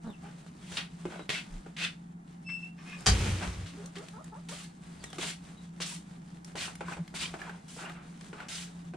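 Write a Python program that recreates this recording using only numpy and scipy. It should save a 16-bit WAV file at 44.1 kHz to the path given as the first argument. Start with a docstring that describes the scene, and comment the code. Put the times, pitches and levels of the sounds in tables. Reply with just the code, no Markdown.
"""A fenced run: hens feed, heard from the ground. Feet swish through dry litter and scrape earth, beaks tick on grain:
all filtered noise, with ringing kernels, clods and hollows. A gate squeals (a wavering tone with overtones), grates
and slams: the latch clatters, the panel booms in a few low modes and the wire mesh shivers as grainy noise.
A hen clucks softly and small birds chirp (gliding tones); a fan hums in the faint hiss and rumble of the yard."""
import sys
import numpy as np
from scipy import signal
from scipy.fft import rfft, irfft, next_fast_len
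from scipy.io import wavfile

SR = 44100
rng = np.random.default_rng(int(sys.argv[2]) if len(sys.argv) > 2 else 0)


def persist_wave(psi):
    """Save psi, clipped to +-1, as 16-bit WAV."""
    counts = np.round(np.clip(psi, -1, 1) * 32767).astype(np.int16)
    wavfile.write(sys.argv[1], SR, np.atleast_2d(counts).T)


N = 395136
TIME = np.arange(N) / SR
FAVOUR_OCTAVES = .28  # how widely a beak or a hinge favours the pitches around one frequency

# In all settings, t60 is the time in s that a sound takes to fall by 60 dB.


def undb(db):
    """Turn decibels into gain."""
    return 10 ** (np.asarray(db) / 20)


def unit(x):
    """Scale a sound to an rms of 1."""
    return x / np.sqrt(np.mean(x ** 2) + 1e-20)


def nearness(hz, centre_hz, octaves):
    """Bell curve over pitch: 1 at the centre, less with every octave away from it."""
    return np.exp(-(np.log2(hz / centre_hz) / octaves) ** 2 / 2)


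def curve(rows):
    """Join (t/s, level/dB) rows into a gain over time, practically silent outside them."""
    s, db = np.transpose(rows)
    return undb(np.interp(TIME, s, db, left=-140, right=-140))


def bursts(rows, attack_s, t60):
    """Gain of (t/s, length/s, level/dB) bursts: each swells, holds for its length and dies away."""
    power = np.zeros(N)
    for s, length, db in rows:
        attack = np.clip((TIME - s) / attack_s, 0, 1)
        decay_db = -60 * np.clip((TIME - s - length) / t60, 0, 3)
        power += (attack * undb(db + decay_db)) ** 2
    return np.sqrt(power)


def colour(x, points):
    """Filter by a (f/Hz, level/dB) spectrum without pre-echo, keeping the power of white noise."""
    size = next_fast_len(len(x) + 2048) // 2 * 2
    hz, db = np.transpose(points)
    bins_hz = np.arange(size // 2 + 1) * SR / size
    log_gain = np.log(undb(np.interp(np.log(bins_hz + 1), np.log(hz), db)))
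    # folding the cepstrum gives the filter that responds soonest (minimum phase)
    cepstrum = irfft(log_gain)
    cepstrum[1:size // 2] *= 2
    cepstrum[size // 2 + 1:] = 0
    response = np.exp(rfft(cepstrum))
    response_rms = np.sqrt(np.mean(abs(response) ** 2))
    return irfft(rfft(x, size) * response / response_rms)[:len(x)]


def band(x, hz, width_hz):
    """Let one resonance ring, with gain 1 at its centre."""
    return signal.lfilter(*signal.iirpeak(hz, hz / width_hz, fs=SR), x)


def tone(x, bass_db, treble_db, bass_hz=1400, treble_hz=5200, lowest_hz=130):
    """Raise or lower the bass and the treble, and thin out the deepest bass."""
    hz = np.arange(len(x) // 2 + 1) * SR / len(x)
    bass = bass_db / (1 + (hz / bass_hz) ** 4)
    treble = treble_db * (1 - 1 / (1 + (hz / treble_hz) ** 6))
    thin = hz ** 2 / (hz ** 2 + lowest_hz ** 2)  # small things radiate no deep bass
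    return irfft(rfft(x) * undb(bass + treble) * thin, len(x))


def walk(rate, size=N):
    """Slow chance with a spread near 1, heading for a new random value `rate` times a second."""
    steps = rng.standard_normal(4096)
    return 1.2 * np.interp(np.arange(size) / SR * rate, np.arange(4096), steps)


def grains(size, spread_db):
    """Dense tiny impacts whose strength varies by chance every 16 samples."""
    chance = rng.standard_normal(size)
    draws = np.minimum(rng.exponential(size=size // 16 + 1), 6)
    strength = np.repeat(draws, 16)[:size]
    return unit(chance * undb(spread_db * strength))


def add(out, s, sound):
    """Mix a sound in at s seconds."""
    start = max(int(s * SR), 0)
    out[start:start + len(sound)] += sound[:N - start]


def strokes(rows, spectrum, settle_t60, bass_db, thinning, arch_db, grain_db, knock_db, knock_rate,
            jerk_db, husk_db, husk_flicker_db, patch_db, patch_q, husk_width_hz=110, size=32768):
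    """A foot touches, drags and lifts, knocking kernels that settle after it; harder strokes sound thinner."""
    out, t = np.zeros(N), TIME[:size]
    for s, touch_db, length, end_db, treble_db, patch_hz in rows:
        middle_db = (touch_db + end_db) / 2 + arch_db
        db = np.interp(t, [0, length / 2, length], [touch_db, middle_db, end_db])
        db = db - 60 * np.maximum(t - length, 0) / settle_t60 + jerk_db * walk(106.5, size)
        knocks = (rng.random(size) < knock_rate / SR) * rng.uniform(-1.4, 1, size)
        force = grains(size, grain_db) + undb(knock_db) * unit(knocks)
        # husks and stalks ring in turn as the foot passes over them
        husks = np.zeros(size)
        for hz in np.geomspace(600, 5500, num=12) * rng.uniform(.9, 1.1, size=12):
            husks += band(force, hz, husk_width_hz) * undb(husk_flicker_db * walk(58.1, size))
        patch = band(force, patch_hz, patch_hz / patch_q)
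        body = unit(force + undb(husk_db) * husks + undb(patch_db) * patch)
        body_db = bass_db - thinning * (max(touch_db, end_db) + 42)  # -42 dB is a usual stroke
        stroke = tone(colour(body, spectrum), body_db, treble_db)
        add(out, s, stroke * undb(db) * np.minimum(t / .001, 1))
    return out


# colour of dry litter: (f/Hz, relative level/dB)
LITTER_SPECTRUM = [(180, 0), (300, -5.5), (437, -8), (541, -11.5), (959, -10), (1540, -5), (2100, -3.5),
                   (2360, -4), (3670, -4), (5530, -8), (8600, -7.5), (10100, -14), (11500, -28),
                   (13800, -30), (15000, -40)]
# feet swish through dry litter: (t/s, level at first touch/dB, length of the drag/s, level at its end/dB,
# treble/dB, f at which this patch of ground rings/Hz)
LITTER_SWISHES = [(.62, -66, 0.15, -43.5, 1.5, 3120), (.768, -41, 0.0043, -28, -11.5, 2800),
                  (1.292, -34.5, 0.09, -38, -7, 2400), (1.765, -41, 0.081, -31, -9.5, 2400),
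                  (3.66, -48, 0.034, -52.5, -1.5, 3380), (3.955, -43, 0.043, -55.5, -6, 1580),
                  (4.486, -47, 0.16, -53, 4.5, 2960), (5.183, -41.5, 0.11, -37, 1.5, 2640),
                  (5.802, -42.5, 0.023, -33.5, -0.5, 3900), (5.86, -45.5, 0.09, -49.5, 8, 3360),
                  (6.554, -45.5, 0.085, -36, 0.5, 2560), (7.141, -50, 0.024, -37, 2, 2900),
                  (7.19, -42, 0.039, -32, -2, 2950), (7.68, -55.5, 0.15, -54, 8, 3300),
                  (8.484, -43, 0.15, -46, 4, 3270)]


def swishes():
    """Feet drag through dry litter, whose loose husks ring in turn."""
    return strokes(LITTER_SWISHES, LITTER_SPECTRUM, settle_t60=0.19, bass_db=-1.0, thinning=0.34,
                   arch_db=0.5, grain_db=-0.5, knock_db=-16.0, knock_rate=290, jerk_db=1.0,
                   husk_db=-12.5, husk_flicker_db=9.5, patch_db=-3.5, patch_q=1.6)


# colour of packed earth: (f/Hz, relative level/dB)
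EARTH_SPECTRUM = [(150, -11.5), (250, -4.5), (333, 6.5), (533, -3.5), (799, 0.5), (1180, -5), (1520, -3.5),
                  (1750, -12), (2470, -11), (3460, -19.5), (6340, -29), (8170, -25), (14000, -63)]
# claws dragged over packed earth: (t/s, level at first touch/dB, length of the drag/s, level at its end/dB,
# treble/dB, f at which this patch of ground rings/Hz)
EARTH_SCRAPES = [(.24, -50, 0.085, -60, -5, 1450), (1.1, -46, 0.08, -47, -9, 400),
                 (3.41, -39, 0.026, -33.5, 4, 1400), (6.83, -57, 0.088, -37.5, 6.5, 1560),
                 (7.39, -43.5, 0.17, -51.5, 1, 1550), (7.775, -43.5, 0.12, -42, -5, 1380),
                 (7.95, -45, 0.23, -75.5, -10, 1200), (8.345, -54, 0.081, -40.5, -1, 1450)]


def scrapes():
    """Claws drag over packed earth, which colours the noise darker than litter does."""
    return strokes(EARTH_SCRAPES, EARTH_SPECTRUM, settle_t60=0.23, bass_db=-9, thinning=0.025,
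                   arch_db=3.5, grain_db=0.0, knock_db=-13.5, knock_rate=220, jerk_db=1.0,
                   husk_db=-9.5, husk_flicker_db=7.0, patch_db=-5, patch_q=1.7)


# beaks on grain: (t/s, level/dB, treble/dB)
BEAK_TICKS = [(.772, -38, -2), (1.2925, -22.5, -13.5), (1.3022, -22, -11), (3.007, -50, 9),
              (3.859, -48, 10.5), (3.984, -45, 2), (4.085, -43, 2), (4.243, -55, 12), (5.04, -36.5, 3),
              (5.102, -56, 15), (5.13, -39, -0.5), (6.446, -46.5, 8), (6.754, -40, 2.5), (7.078, -42, -14),
              (8.21, -42, -4)]


def pecks(t60=0.02, gain_db=1, size=2048):
    """A beak snaps on a kernel: one dry tick, dull or crisp."""
    out = np.zeros(N)
    for s, db, treble_db in BEAK_TICKS:
        tick = tone(colour(rng.standard_normal(size), LITTER_SPECTRUM), 4.1, treble_db)
        add(out, s, tick * undb(db + gain_db - 60 * TIME[:size] / t60))
    return out


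# feet set down hard: (t/s, level/dB, thump: bass boost or cut/dB)
FOOT_STEPS = [(1.054, -39, 13.5), (1.139, -44, 6), (1.193, -39, 4), (1.662, -47, 11), (5.184, -38.5, 8),
              (5.23, -36, 1), (5.802, -40, 4), (6.556, -37, 0), (6.679, -38, -18), (6.8076, -34.5, 1.5),
              (6.969, -41, 3), (7.141, -43, -0.5), (7.340, -36.5, 0), (8.330, -39.5, 1.5), (8.937, -44, 7)]


def steps(t60=0.12, strike=4, thump_hz=480, size=8192):
    """A foot lands with one firm blow and a short crunch."""
    out = np.zeros(N)
    for s, db, thump_db in FOOT_STEPS:
        force = rng.standard_normal(size)
        force[0] += 2 * strike
        force = tone(force, thump_db, 0, bass_hz=thump_hz) * undb(db - 60 * TIME[:size] / t60)
        add(out, s, colour(force, EARTH_SPECTRUM))
    return out


# clods and kernels crack underfoot: (t/s, f/Hz, level/dB)
CLOD_CRACKS = [(1.12, 780, -37.5), (1.158, 640, -38), (5.039, 1930, -37.5), (5.131, 776, -40.5),
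               (6.883, 1030, -32.5), (6.922, 1490, -35), (6.932, 2360, -36), (7.34, 1500, -37),
               (7.416, 1670, -32.5), (7.495, 1480, -34), (7.896, 1270, -32), (8.403, 1430, -34.5)]


def crunches(t60=0.029, q=16.0, crack_db=-5, gain_db=-1, size=4096):
    """A clod breaks in a short clump of grains, ringing at a pitch of its own."""
    out = np.zeros(N)
    for s, hz, db in CLOD_CRACKS:
        force = grains(size, 0.53) * undb(-60 * TIME[:size] / t60)
        # a narrow band passes little power, so make up for it
        ring = band(force, hz, hz / q) * np.sqrt(SR * q / (np.pi * hz))
        crack = undb(crack_db) * colour(force, EARTH_SPECTRUM)
        add(out, s, undb(db + gain_db) * (ring + crack))
    return out


# hollow pops as a foot closes on the ground: (t/s, length/s, start f/Hz, end f/Hz, level/dB)
HOLLOW_POPS = [(1.057, 0.0071, 625, 290, -37), (5.193, 0.016, 593, 190, -44), (5.801, 0.012, 810, 307, -40),
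               (6.55, 0.022, 610, 240, -36), (6.808, 0.024, 804, 300, -47), (6.97, 0.051, 934, 520, -47),
               (7.466, 0.06, 1094, 794, -43.5), (7.763, 0.019, 885, 362, -44)]


def pops(rough=0.67, size=4096):
    """The hollow under a foot rings briefly while its pitch slides and settles."""
    out = np.zeros(N)
    for s, length, start_hz, end_hz, db in HOLLOW_POPS:
        u = np.minimum(TIME[:size] / length, 1)
        hz = end_hz * (start_hz / end_hz) ** ((1 - u) ** 2)
        ring = np.sin(2 * np.pi * np.cumsum(hz) / SR) * (1 + rough * walk(920, size))
        add(out, s, undb(db) * np.minimum(10 * u, 1) * (1 - u) * ring)
    return out


# soft thuds through the ground: (t/s, length/s, f/Hz, level/dB)
GROUND_THUDS = [(1.488, 0.14, 31.4, -36.5), (6.98, 0.066, 168, -30.5)]


def thuds():
    """The ground moves in a few slow cycles that swell and die."""
    out = np.zeros(N)
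    for s, length, hz, db in GROUND_THUDS:
        size = int(length * SR)
        add(out, s, undb(db) * np.hanning(size) * np.sin(2 * np.pi * hz * TIME[:size]))
    return out


# the flock's shuffling over time, which also drives the rumble of the yard: (t/s, level/dB)
FLOCK_LEVEL = [(0.0, -69.5), (0.25, -58.5), (0.7, -55.5), (1.6, -60), (2.05, -66.5), (2.7, -66.5),
               (3.05, -55.5), (3.75, -58), (4.7, -61.5), (5.08, -54.5), (5.72, -62.5), (6.25, -61.5),
               (6.9, -55), (7.45, -54.5), (7.62, -64), (8.1, -58.5), (8.96, -63)]


def shuffle(gain_db=-3.0):
    """Many feet stir the litter at once: grainy noise that rises and falls with the flock."""
    stir = tone(colour(grains(N, 2.47), LITTER_SPECTRUM), 12.6, 0.12)
    return stir * curve(FLOCK_LEVEL) * undb(gain_db + 3.3 * walk(25))


# the hinge pin squeals: (t/s, f/Hz, level/dB)
HINGE_SQUEAL = [(2.445, 2640, -74), (2.47, 2654, -46.5), (2.5, 2675, -42), (2.544, 2680, -38),
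                (2.605, 2676, -49), (2.634, 2662, -42), (2.68, 2704, -52.5), (2.708, 2790, -68)]


def squeal(overtone_db=-10, purify_db_per_s=60, third_db=-13, waver=0.0053, flutter_db=2):
    """The hinge pin sticks and slips in time with its resonance, ever purer; the pitch lifts as it lets go."""
    s, hz, db = np.transpose(HINGE_SQUEAL)
    wavering_hz = np.interp(TIME, s, hz) * (1 + waver * walk(250))
    phase = 2 * np.pi * np.cumsum(wavering_hz) / SR
    age = np.maximum(TIME - s[0], 0)
    overtones = np.sin(2 * phase) + undb(third_db) * np.sin(3 * phase)
    overtones = overtones * undb(overtone_db - purify_db_per_s * age)
    level = undb(flutter_db * walk(120)) * curve(list(zip(s, db)))
    return np.sqrt(2) * (np.sin(phase) + overtones) * level


# what the hinge rings with: (f/Hz, width/Hz, relative level/dB)
HINGE_MODES = [(1185, 40, 2), (1730, 99, -9), (1850, 680, -12.5), (2130, 67, -4.5), (2480, 66, -2.5),
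               (5230, 46, -2), (5590, 49, -19)]
# the hinge grates: (t/s, length/s, level/dB, most strongly driven f/Hz)
HINGE_GRATES = [(2.482, 0.02, -44, 2000), (2.77, 0.057, -47, 1440), (2.845, 0.11, -43.5, 2500),
                (2.968, 0.054, -50.5, 2540)]


def grating(gain_db=8, favour_db=6, flicker_db=5.0):
    """As the gate speeds up the pin slips unevenly, and the hinge's resonances flare in turn."""
    out = np.zeros(N)
    for s, length, db, driven_hz in HINGE_GRATES:
        force = grains(N, 1.1) * bursts([(s, length, db)], attack_s=0.019, t60=0.045)
        for hz, width, mode_db in HINGE_MODES:
            favour = favour_db * nearness(hz, driven_hz, FAVOUR_OCTAVES)
            flare = undb(gain_db + mode_db + favour + flicker_db * walk(45))
            out += band(force, hz, width) * flare
    return tone(out, 0, -15, treble_hz=7500)


def blows(rows, t60, size=8192):
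    """Make short bursts of contact noise from (t/s, level/dB) rows."""
    out = np.zeros(N)
    for s, db in rows:
        add(out, s, rng.standard_normal(size) * undb(db - 60 * TIME[:size] / t60))
    return out


# the latch strikes and chatters: (t/s, level/dB)
LATCH_STRIKES = [(3.0605, -23), (3.0652, -17), (3.0705, -19), (3.086, -21.5), (3.097, -27.5), (3.116, -34)]
# the ring of latch and wire: (f/Hz, width/Hz, relative level/dB)
LATCH_MODES = [(780, 27, 5), (1180, 17, -4), (2340, 22, -12), (3090, 54, 3.5), (3880, 140, -4),
               (4510, 66, -10), (4550, 63, -2), (5500, 61, 1), (5990, 56, 1), (5850, 80, -16),
               (7100, 31, -21)]
# colour of the crack of steel on steel: (f/Hz, relative level/dB)
CRACK_SPECTRUM = [(150, -49), (250, -18), (418, 7), (496, -15), (748, 1.5), (1070, -5), (1170, 5.5),
                  (3880, -3.5), (4220, -6), (4600, 3), (9770, -9.5), (14200, -42), (15000, -54)]


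def latch(ring_db=9, crack_db=-1.5):
    """Steel strikes steel: a crack, and the ring of latch and wire."""
    force = blows(LATCH_STRIKES, t60=0.1)
    ring = sum(undb(db) * band(force, hz, width) for hz, width, db in LATCH_MODES)
    crack = colour(force, CRACK_SPECTRUM)
    return undb(crack_db) * crack + undb(ring_db) * tone(ring, 0, -26, treble_hz=10000)


# the gate panel's modes: (f/Hz, relative level/dB, t60/s)
PANEL_MODES = [(60.2, 8.5, 0.28), (91.8, 4, 0.44), (114.4, 3.5, 0.24), (161, 0, 0.17), (196, 0, 0.37)]
# the panel bumps against its post: (t/s, most strongly driven f/Hz)
PANEL_BUMPS = [(3.066, 124), (3.1014, 49), (3.191, 101), (3.255, 171), (3.298, 101), (3.464, 58),
               (3.561, 98), (3.604, 90)]


def panel(slam_db=-22, loss_db_per_s=34, push_s=0.0089, reach_octaves=0.81, rests_s=3.65, rest_t60=0.16,
          size=44100):
    """The heavy panel booms in low modes after ever weaker bumps, until it comes to rest on the post."""
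    out, t = np.zeros(N), TIME[:size]
    for s, driven_hz in PANEL_BUMPS:
        bump_db = slam_db - loss_db_per_s * (s - PANEL_BUMPS[0][0])
        ring = np.zeros(size)
        for hz, db, t60 in PANEL_MODES:
            drive = nearness(hz, driven_hz, reach_octaves)
            ring += undb(db - 60 * t / t60) * drive * np.sin(2 * np.pi * hz * t)
        swing_up = 1 - np.exp(-(t / push_s) ** 2)
        add(out, s, undb(bump_db) * ring * swing_up)
    return out * undb(-60 * np.clip((TIME - rests_s) / rest_t60, 0, 2))


# the wire mesh is shaken: (t/s, length/s, level/dB)
MESH_SHAKES = [(3.09, 0.19, -34), (3.42, 0.021, -42)]


def mesh(gain_db=-1, surge_db=0.5, grain_db=2.1):
    """Wire mesh rattles on the shaken frame."""
    spectrum = [(60, -18), (200, 14.5), (350, 10.5), (700, 2.0), (2700, 3.0), (5000, -3.5),
                (9000, -7.5), (12000, -24.0), (15000, -34)]
    rattle = colour(grains(N, grain_db), spectrum)
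    shaking = bursts(MESH_SHAKES, attack_s=0.0097, t60=0.99)
    return rattle * shaking * undb(gain_db + surge_db * walk(90))


def calls(rows, timbre, jitter, flutter_db, rasp, beak_db, break_at, break_share, break_span=0.13, count=10):
    """Harmonics glide on an unsteady pitch that breaks to the next note, shaped by throat and open beak."""
    out = np.zeros(N)
    throat_hz, throat_db = np.transpose(timbre)
    for s, length, start_hz, end_hz, db, beak_hz in rows:
        size = int(length * SR)
        u = np.linspace(0, 1, size)
        pitch_break = (1 + np.tanh((u - break_at) / break_span)) / 2
        glide = (1 - break_share) * u + break_share * pitch_break
        hz = (start_hz + (end_hz - start_hz) * glide) * (1 + jitter * walk(337, size))
        phase = 2 * np.pi * np.cumsum(hz) / SR
        voice = np.zeros(size)
        for k in range(1, count + 1):
            throat = np.interp(k * hz, throat_hz, throat_db)
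            beak = beak_db * nearness(k * hz, beak_hz, FAVOUR_OCTAVES)
            voice += undb(throat + beak + flutter_db * walk(54.0, size)) * np.sin(k * phase)
        swell = (u * (1 - u)) ** 0.17
        roughness = 1 + rasp * walk(498, size)
        add(out, s, undb(db) * unit(voice * swell * roughness))
    return out


# hen clucks: (t/s, length/s, start f/Hz, end f/Hz, level/dB, f that the open beak favours/Hz)
HEN_CLUCKS = [(.043, 0.06, 234, 207.4, -38, 905), (.22, 0.074, 393, 417, -55, 800),
              (3.725, 0.046, 274, 321, -50.5, 296), (3.772, 0.11, 387, 575, -51, 410),
              (3.965, 0.086, 376.6, 663, -48, 394), (4.132, 0.097, 413, 658, -51.5, 910),
              (4.318, 0.072, 415, 612, -49.5, 900), (4.492, 0.048, 443, 612, -47.5, 915)]
# how the hen's throat shapes the harmonics: (f/Hz, relative level/dB)
HEN_THROAT = [(150, 19), (230, 15), (320, 9), (420, -0.5), (520, -7), (650, -1.5), (760, -5), (900, -4.5),
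              (1050, -10), (1240, -4), (1400, -7.5), (1650, -10), (2300, -50), (5000, -60)]


def clucks():
    """A hen's voice: ten harmonics, roughened and shaped by the throat."""
    return calls(HEN_CLUCKS, HEN_THROAT, jitter=.03, flutter_db=2.5, rasp=.36, beak_db=6.0,
                 break_at=.62, break_share=0.713)


# small birds: (t/s, length/s, start f/Hz, end f/Hz, level/dB, f that the open beak favours/Hz)
BIRD_CHIRPS = [(.074, 0.052, 4000, 3430, -62.5, 3600), (.127, 0.031, 3020, 2530, -60, 2600),
               (1.17, 0.076, 3950, 3850, -61, 3800), (4.995, 0.16, 4700, 3010, -61, 3800),
               (5.55, 0.096, 3840, 3870, -67, 3900)]


def chirps():
    """Small birds sing a single high, rough, gliding tone without overtones."""
    return calls(BIRD_CHIRPS, [(4500, 6), (7000, -18)], jitter=0.014, flutter_db=3.0, rasp=0.44,
                 beak_db=3, break_at=.35, break_share=0.274, count=1)


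def fan(hz=172, line_db=-50, drone_db=-51):
    """A slightly wavering blade tone sounds in the drone of its housing."""
    wavering_hz = hz * (1 + 0.00722 * walk(10.0))
    blade = np.sin(2 * np.pi * np.cumsum(wavering_hz) / SR) * undb(2 * walk(13))
    spectrum = [(90, -36.0), (120, -32.5), (145, -2.5), (175, 4.5), (205, -5), (245, -9),
                (300, -30.5), (450, -26), (900, -89)]
    drone = colour(rng.standard_normal(N), spectrum)
    return undb(line_db) * unit(blade) + undb(drone_db) * drone


def yard(wide_hz=600, air_db=-59.5, rumble_db=-75, tread_db=-6):
    """A wide, faint hiss of air lies over a low central rumble that grows as the flock treads the ground."""
    air_spectrum = [(100, 5.5), (300, 11.0), (520, -12), (780, -0.5), (1100, -10.5), (2000, -16.0),
                    (4000, -41), (9000, -28.0), (12000, -39.5), (15000, -52)]
    mid, side = (colour(rng.standard_normal(N), air_spectrum) for _ in range(2))
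    side = signal.sosfilt(signal.butter(2, wide_hz, "high", fs=SR, output="sos"), side)
    air = (mid + 2.5 * np.array([side, -side])) * undb(air_db + 1.0 * walk(9.5))
    rumble_spectrum = [(10, -6), (30, -19), (60, 11.5), (110, 2.5), (250, 1), (1000, -76)]
    rumble = colour(rng.standard_normal(N), rumble_spectrum)
    tread = undb(rumble_db) + undb(tread_db) * curve(FLOCK_LEVEL)
    return air + rumble * tread * undb(1.2 * walk(25))


# how unlike the two ears are, before each sound's own width is added: (f/Hz, side minus mid/dB)
EAR_WIDTH = [(100, 0), (270, -26), (500, -7), (1000, -5), (2200, -7), (4000, -8), (8000, -1)]


def space(x, wet, width_db, t60=0.074, tail_t60=0.18, size=16384):
    """Early reflections make the ears unlike; the fence returns a late tail (wet sets its power)."""
    t = TIME[:size]
    fade = undb(-60 * t / t60) * (t > .0015)
    early, late = rng.standard_normal((2, size))
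    early = early * fade
    for _ in range(4):  # many reflections even out the colour
        spectrum = rfft(early)
        early = irfft(spectrum / abs(spectrum)) * np.minimum(10 * fade, 1)
    hz, db = np.transpose(EAR_WIDTH)
    bins_hz = np.arange(size // 2 + 1) * SR / size
    width = undb(width_db + np.interp(np.log(bins_hz + 1), np.log(hz), db))
    late = unit(late * undb(-60 * t / tail_t60) * (t > .012)) * np.sqrt(wet / size)
    mid = x + signal.fftconvolve(x, late)[:N]
    side_response = irfft(rfft(early) * width)[:size // 2]
    side = signal.fftconvolve(mid, side_response)[:N]
    return np.array([mid + side, mid - side])


def scene(left_db=0.24, far_db=-2, near_db=-1.5):
    """Mix all sources; those scattered by the run are slightly louder on the left."""
    flock = swishes() + scrapes() + shuffle() + clucks() + chirps()
    far = space(flock, wet=0.13, width_db=2.0, t60=0.042)
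    contacts = space(pecks() + steps() + crunches(), wet=0.085, width_db=2.5, t60=0.034)
    hinge = space(squeal() + grating(), wet=0.22, width_db=1)
    gate = space(latch(), wet=0.072, width_db=2.5, t60=0.048)
    gate = gate + space(mesh(), wet=0.12, width_db=2.0, t60=0.092)
    scattered = undb(far_db) * (far + gate) + undb(near_db) * (contacts + hinge)
    central = pops() + thuds() + panel() + fan()
    return scattered * undb([[left_db], [-left_db]]) + central + yard()


def record(dry, top_hz=15300):
    """A steep low-pass filter cuts the highest treble."""
    return signal.sosfilt(signal.ellip(12, .2, 80, top_hz, fs=SR, output="sos"), dry)


dry = scene()
out = record(dry)
persist_wave(out)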